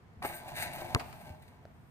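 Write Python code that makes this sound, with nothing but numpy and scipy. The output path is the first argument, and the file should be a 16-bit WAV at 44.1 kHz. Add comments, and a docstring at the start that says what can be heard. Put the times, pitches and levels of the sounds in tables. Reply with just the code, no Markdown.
"""An outdoor basketball court, distant town rumble all round, the basket left of a stereo microphone.
A shoe lands softly, then the ball brushes through the chain net: the links jingle and swing back,
and the hoop and backboard rattle on. Just before the one-second mark the ball hits the asphalt with
a sharp slap and a ping of the air inside, echoing from the far side. Two more faint steps follow
from the player ahead while the chain settles."""
import sys
import numpy as np
from scipy import signal
from scipy.fft import rfft, irfft, next_fast_len
from scipy.io import wavfile

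SR = 44100
rng = np.random.default_rng(int(sys.argv[2]) if len(sys.argv) > 2 else 0)


def persist_wave(psi):
    """Save psi, clipped to +-1, as 16-bit WAV."""
    counts = np.round(np.clip(psi, -1, 1) * 32767).astype(np.int16)
    wavfile.write(sys.argv[1], SR, np.atleast_2d(counts).T)


N = 83790

# links clashing and dragging on each other (time [s], level [dB])
LINK_CLASH = [(.217, -94), (.226, -44), (.255, -49.5), (.3, -49.5), (.38, -52.5), (.42, -63), (.465, -63),
              (.49, -53), (.53, -60.5), (.565, -40), (.628, -38), (.69, -51), (.8, -51.5), (.93, -58),
              (1.07, -74), (1.26, -63.5), (1.36, -74.5), (1.48, -69.5), (1.6, -83), (1.9, -94)]
LINK_HITS_PER_S, LINK_SPREAD_DB = 1800, 3.2
BOUNCE_S = .9474


def undb(db):
    """Decibels to gain."""
    return 10 ** (np.asarray(db) / 20)


def unit(x):
    """Scale to rms 1."""
    return x / np.sqrt(np.mean(x ** 2))


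def energy_one(x):
    """Scale a response so that it keeps the power of what passes."""
    return x / np.sqrt(np.sum(x ** 2))


def clock():
    """Time of every sample in seconds."""
    return np.arange(N) / SR


def curve(rows):
    """Gain along (time [s], level [dB]) points."""
    return undb(np.interp(clock(), *np.array(rows).T))


def envelope(start, attack, hold, decay):
    """Linear attack, hold, exponential release, all in seconds."""
    t = clock() - start
    return np.clip(t / attack, 0, 1) * np.exp(-np.maximum(t - attack - hold, 0) / decay)


def convolve(x, response):
    """Pass a sound through a response."""
    return signal.fftconvolve(x, response)[:N]


def colour(x, points):
    """Minimum-phase filter through (frequency [Hz], gain [dB]) points."""
    size = 4096
    hz, db = np.array(points).T
    bin_hz = np.arange(size // 2 + 1) * SR / size
    gain = undb(np.interp(np.log(bin_hz + 1), np.log(hz), db))
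    cepstrum = irfft(np.log(gain))
    cepstrum[1:size // 2] *= 2
    cepstrum[size // 2 + 1:] = 0
    return convolve(x, irfft(np.exp(rfft(cepstrum))))


def ring(start, hz, t60):
    """One decaying mode."""
    t = np.maximum(clock() - start, 0)
    return np.sin(2 * np.pi * hz * t) * np.exp(-np.minimum(np.log(1000) * t / t60, 100))


def strike(start, modes):
    """All modes of an object after one blow."""
    return sum(undb(db) * ring(start, hz, t60) for hz, db, t60 in modes)


def clicks(per_s, spread_db):
    """Random collisions of uneven strength, rms 1."""
    strength = undb(spread_db * np.minimum(rng.exponential(size=N), 4))
    hits = rng.random(N) < per_s / SR
    return unit(hits * strength * np.sign(rng.standard_normal(N)))


def noise(points):
    """Coloured noise, rms 1."""
    return unit(colour(rng.standard_normal(N), points))


def burst(start, attack, hold, decay):
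    """A burst of white noise, energy 1."""
    return energy_one(rng.standard_normal(N) * envelope(start, attack, hold, decay))


def from_left(x, lag_s):
    """Sound from the left reaches the microphone's right side a little later."""
    size = next_fast_len(N + SR // 10)
    delay = np.exp(-2j * np.pi * np.fft.rfftfreq(size, 1 / SR) * lag_s)
    return np.array([x, irfft(rfft(x, size) * delay, size)[:N]])


def town():
    """Distant traffic, its low rumble nearly alike in both channels."""
    # traffic spectrum (frequency [Hz], gain [dB])
    traffic = [(15, -68), (25, -29.5), (87, -1), (195, -12.5), (301, -22), (394, -18.5), (489, -19.5),
               (531, -26), (1100, -25.5), (1230, -29), (1890, -32), (3620, -44), (16000, -60)]
    mid = noise(traffic)
    side = colour(noise(traffic), [(60, -14.5), (400, -5.5), (1500, 1.5), (8000, .5)])
    return undb(-58) * np.array([mid + side, mid - side])


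def court(x):
    """Two scattered echoes from the surroundings and a thin open-air tail, for one channel."""
    # tone of the reflections (frequency [Hz], gain [dB])
    echo_colour = [(60, -13), (700, 10), (2000, 5.5), (6000, 3), (15000, 2)]
    t60_s = 1
    early = undb(-19) * burst(start=.046, attack=.0025, hold=.0025, decay=.01)
    late = undb(-31) * burst(start=.1775, attack=.0025, hold=0, decay=.005)
    tail = undb(-17.5) * burst(start=.036, attack=.017, hold=0, decay=t60_s / np.log(1000))
    tail = colour(tail, [(100, -1), (2000, -.5), (10000, -3.5)])
    return convolve(x, colour(early + late, echo_colour) + tail)


def steps():
    """Each shoe lands with a short tap and a soft thud."""
    # footfalls (time [s], heel tap [dB], thud [dB])
    footfalls = [(.172, -84.5, -47.5), (1.303, -46, -40.5), (1.6535, -38, -70)]
    # ring of a shoe (frequency [Hz], gain [dB], t60 [s])
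    shoe_modes = [(630, -3.5, 0.026), (1520, -6.5, 0.0062), (4100, -11.5, 0.0021)]
    thud_hz, feet = 86.4, 0
    for s, tap_db, thud_db in footfalls:
        thud = np.sin(2 * np.pi * thud_hz * (clock() - s)) * envelope(s, .0014, .01, .014)
        feet += undb(thud_db) * thud - undb(tap_db) * strike(s, shoe_modes)
    return feet


def pole():
    """The shaking pole rumbles under the basket."""
    # strength of the shaking (time [s], level [dB])
    shaking = [(.16, -68.5), (.22, -49.5), (.4, -62.5), (.62, -52), (.9, -54), (1.1, -59.5), (1.33, -57),
               (1.45, -63)]
    # rumble spectrum (frequency [Hz], gain [dB])
    rumble = [(25, -33.5), (60, -8.5), (100, -5), (145, 2), (180, -10), (240, -5.5), (320, -19),
              (1000, -55)]
    return noise(rumble) * curve(shaking)


def hoop():
    """The swinging chain knocks on the hoop; hoop and backboard ring and rattle."""
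    # strength of the rattle (time [s], level [dB])
    rattle = [(.217, -71), (.23, -47.5), (.3, -48.5), (.41, -50), (.44, -52.5), (.51, -44.5), (.545, -50.5),
              (.6, -43.5), (.7, -48), (.82, -43.5), (.93, -47), (1.05, -51.5), (1.15, -57.5), (1.29, -51.5),
              (1.37, -65.5), (1.58, -65.5), (1.9, -78.5)]
    # ring of hoop and backboard (frequency [Hz], gain [dB], t60 [s])
    modes = [(347, -9, .4), (450, -16, .15), (622, -2, .2), (700, 0, .27), (772, 0, .16), (870, -1, .25),
             (980, -7, .18), (1555, -15, .2), (1597, -17, .15), (1797, -19, .15), (2102, -18, .2),
             (2236, -15, .2)]
    # tone of the backboard (frequency [Hz], gain [dB])
    board_colour = [(120, -14.5), (250, -20), (480, -15.5), (650, -1.5), (920, -6.5), (1150, -18),
                    (2500, -19.5), (8000, -33)]
    # harder knocks on the hoop (time [s], level [dB])
    hard_knocks = [(.249, -43), (.44, -57), (.775, -54), (.82, -45)]
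    # upper range of the hoop, rung by clashing links (frequency [Hz], gain [dB])
    upper_colour = [(900, -38.5), (1500, 4), (3000, 3.5)]
    taps_per_s, knock_t60_ratio = 350, .48
    response = energy_one(sum(undb(db) * energy_one(ring(0, hz, t60)) for hz, db, t60 in modes))
    ringing = convolve(clicks(taps_per_s, spread_db=.5) * curve(rattle), response)
    board = unit(colour(clicks(taps_per_s, spread_db=1), board_colour)) * curve(rattle)
    damped = [(hz, db, t60 * knock_t60_ratio) for hz, db, t60 in modes]
    knocks = sum(undb(db) * strike(s, damped) for s, db in hard_knocks)
    link_hits = clicks(LINK_HITS_PER_S, LINK_SPREAD_DB) * curve(LINK_CLASH)
    bright = convolve(link_hits, energy_one(colour(response, upper_colour)))
    return undb(-3.5) * (ringing + board) + undb(-8.5) * bright + knocks


def brush():
    """The ball scrapes into the net and jerks it taut."""
    # touches on the net (time [s], level [dB], attack [s], hold [s], decay [s])
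    touches = [(.219, -40, .004, .026, .012), (.2485, -31, .001, .004, .003),
               (.2565, -35, .001, .002, .003)]
    # scrape spectrum (frequency [Hz], gain [dB])
    scrape = [(80, -25), (260, -9.5), (480, -6.5), (620, -3.5), (760, 7), (900, 0.5), (1120, 1), (1350, -4),
              (1750, -4.5), (2600, -15), (3300, -26.5), (4500, -23), (8000, -35.5)]
    return noise(scrape) * sum(undb(db) * envelope(s, *shape) for s, db, *shape in touches)


def chain():
    """Links of slightly different pitch jingle, and clash against each other."""
    # how hard the chain shakes (time [s], level [dB])
    shaking = [(.217, -102), (.226, -52.5), (.258, -40.5), (.32, -54), (.35, -45.5), (.39, -51.5),
               (.41, -63), (.465, -66), (.485, -67), (.53, -68), (.565, -45.5), (.628, -41.5), (.69, -70),
               (.74, -53), (.93, -62), (1.26, -63.5), (1.36, -78), (1.43, -75), (1.6, -85), (1.9, -75.5)]
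    # bunches of links snapping together (time [s], level [dB])
    snaps = [(0.477, -51.5), (0.62, -40.5), (0.73, -48.5), (1.2, -72), (1.42, -64.5), (1.477, -69.5)]
    # ring of a link (frequency [Hz], gain [dB], t60 [s])
    link_modes = [(3797, -19, 0.06), (4640, -13, 0.057), (6030, -40, 0.032), (7520, -27, 0.022),
                  (8580, 1.5, 0.029), (9010, 3, 0.027), (10900, -4, .03), (11166, 0.5, 0.034),
                  (13230, -7, 0.031), (13880, 1, 0.056)]
    # tone of link on link (frequency [Hz], gain [dB])
    clash_colour = [(300, -23), (1100, -12.5), (1650, 4.5), (2350, 3), (2900, -3.5), (3250, -14.5),
                    (3900, 0.5), (4250, -9), (4550, -5), (5400, -16.5), (6100, -10.5), (7500, -15.5),
                    (10000, -11), (15000, -29)]
    clinks = sum(undb(db) * envelope(s, .0011, .0032, decay=.013) for s, db in snaps)
    jingle = 0
    for detune in (-1, -.86, -.23, .98, 2):  # in steps of 0.8 %
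        modes = [(hz * (1 + .008 * detune), db, t60) for hz, db, t60 in link_modes]
        hits = clicks(LINK_HITS_PER_S, LINK_SPREAD_DB) * (curve(shaking) + clinks)
        jingle += convolve(hits, energy_one(strike(0, modes))) / (2 + abs(detune) / 2)
    clash = unit(colour(clicks(LINK_HITS_PER_S, LINK_SPREAD_DB), clash_colour))
    clash *= curve(LINK_CLASH) + undb(-3) * clinks
    return undb(-4.5) * jingle + undb(-1.5) * clash


def slap():
    """Air squeezed from under the ball: a gritty crack that falls in pitch as the contact patch grows."""
    # tone of ball on asphalt (frequency [Hz], gain [dB])
    slap_colour = [(100, -24.5), (700, -4), (1400, -0.5), (2000, -2), (2700, -1), (3400, -8), (4900, -8),
                   (5700, -13), (9000, -14.5), (12000, -22), (16000, -44)]
    sweep_s, sweep_hz, push_s = .0024, 4500, .002
    hz = np.fft.rfftfreq(N, 1 / SR)
    arrival_s = BOUNCE_S + sweep_s * np.exp(-hz / sweep_hz)  # highs arrive first
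    crack = irfft(np.exp(-2j * np.pi * np.cumsum(arrival_s) * SR / N), N)
    grit = undb(-9) * burst(BOUNCE_S, attack=.0006, hold=0, decay=.0015)
    push = np.sin(np.pi * np.clip((clock() - BOUNCE_S) / push_s, 0, 1)) ** 2
    return undb(10) * colour(crack + grit, slap_colour) - undb(-20) * push


def ball_body():
    """The shell flexes with a thump; the air inside pings as the ball lands, squashes and leaves."""
    # ring of the air inside (frequency [Hz], gain [dB], t60 [s])
    air_modes = [(260, -5, 0.072), (353, 0, 0.033), (445, 2, 0.068), (880, 9, 0.014), (1064, 11.5, 0.016),
                 (1110, -13, 0.012), (1790, 2.5, 0.014), (2020, -7, 0.07)]
    thump_hz, flex_s = 103, BOUNCE_S + .0027
    contact_s, ping_rise_s = .0128, .0009
    thump = np.sin(2 * np.pi * thump_hz * (clock() - flex_s)) * envelope(flex_s, .0027, .0061, .0046)
    ping = 0
    for fraction, db in ((1 / 3, -46), (3 / 4, -36), (1, -30)):
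        start = BOUNCE_S + contact_s * fraction
        rise = np.clip((clock() - start) / ping_rise_s, 0, 1)
        ping += undb(db) * strike(start, air_modes) * rise
    return undb(-22.5) * thump + ping


def scene():
    """From the microphone: basket and ball to the left, the player ahead, the town far off all round."""
    # channel balance of basket and ball (frequency [Hz], left minus right [dB])
    balance = [(60, 12), (200, -5), (380, 6.5), (700, 0), (1290, -1.5), (2400, 3.5), (4400, 5),
               (8100, -0.5), (10500, -11), (13800, 9)]
    basket = chain() + hoop() + pole() + brush()
    ball = slap() + ball_body()
    feet = steps()
    scattered = np.array([convolve(basket, burst(.00076, .0021, .0014, .0072)) for _ in range(2)])
    near = from_left(basket, lag_s=.00013) + undb(-6) * scattered + from_left(ball, lag_s=.00017)
    for channel, sign in enumerate((1, -1)):
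        near[channel] = colour(near[channel], [(hz, sign * db / 2) for hz, db in balance])
    echoes = np.array([court(basket + ball + feet) for _ in range(2)])
    return near + feet + echoes + town()


def record(dry):
    """The recorder cuts the top with a steep low-pass."""
    top_hz = 15200
    return signal.sosfilt(signal.ellip(8, .2, 70, top_hz, fs=SR, output="sos"), dry)


dry = scene()
out = record(dry)
persist_wave(out)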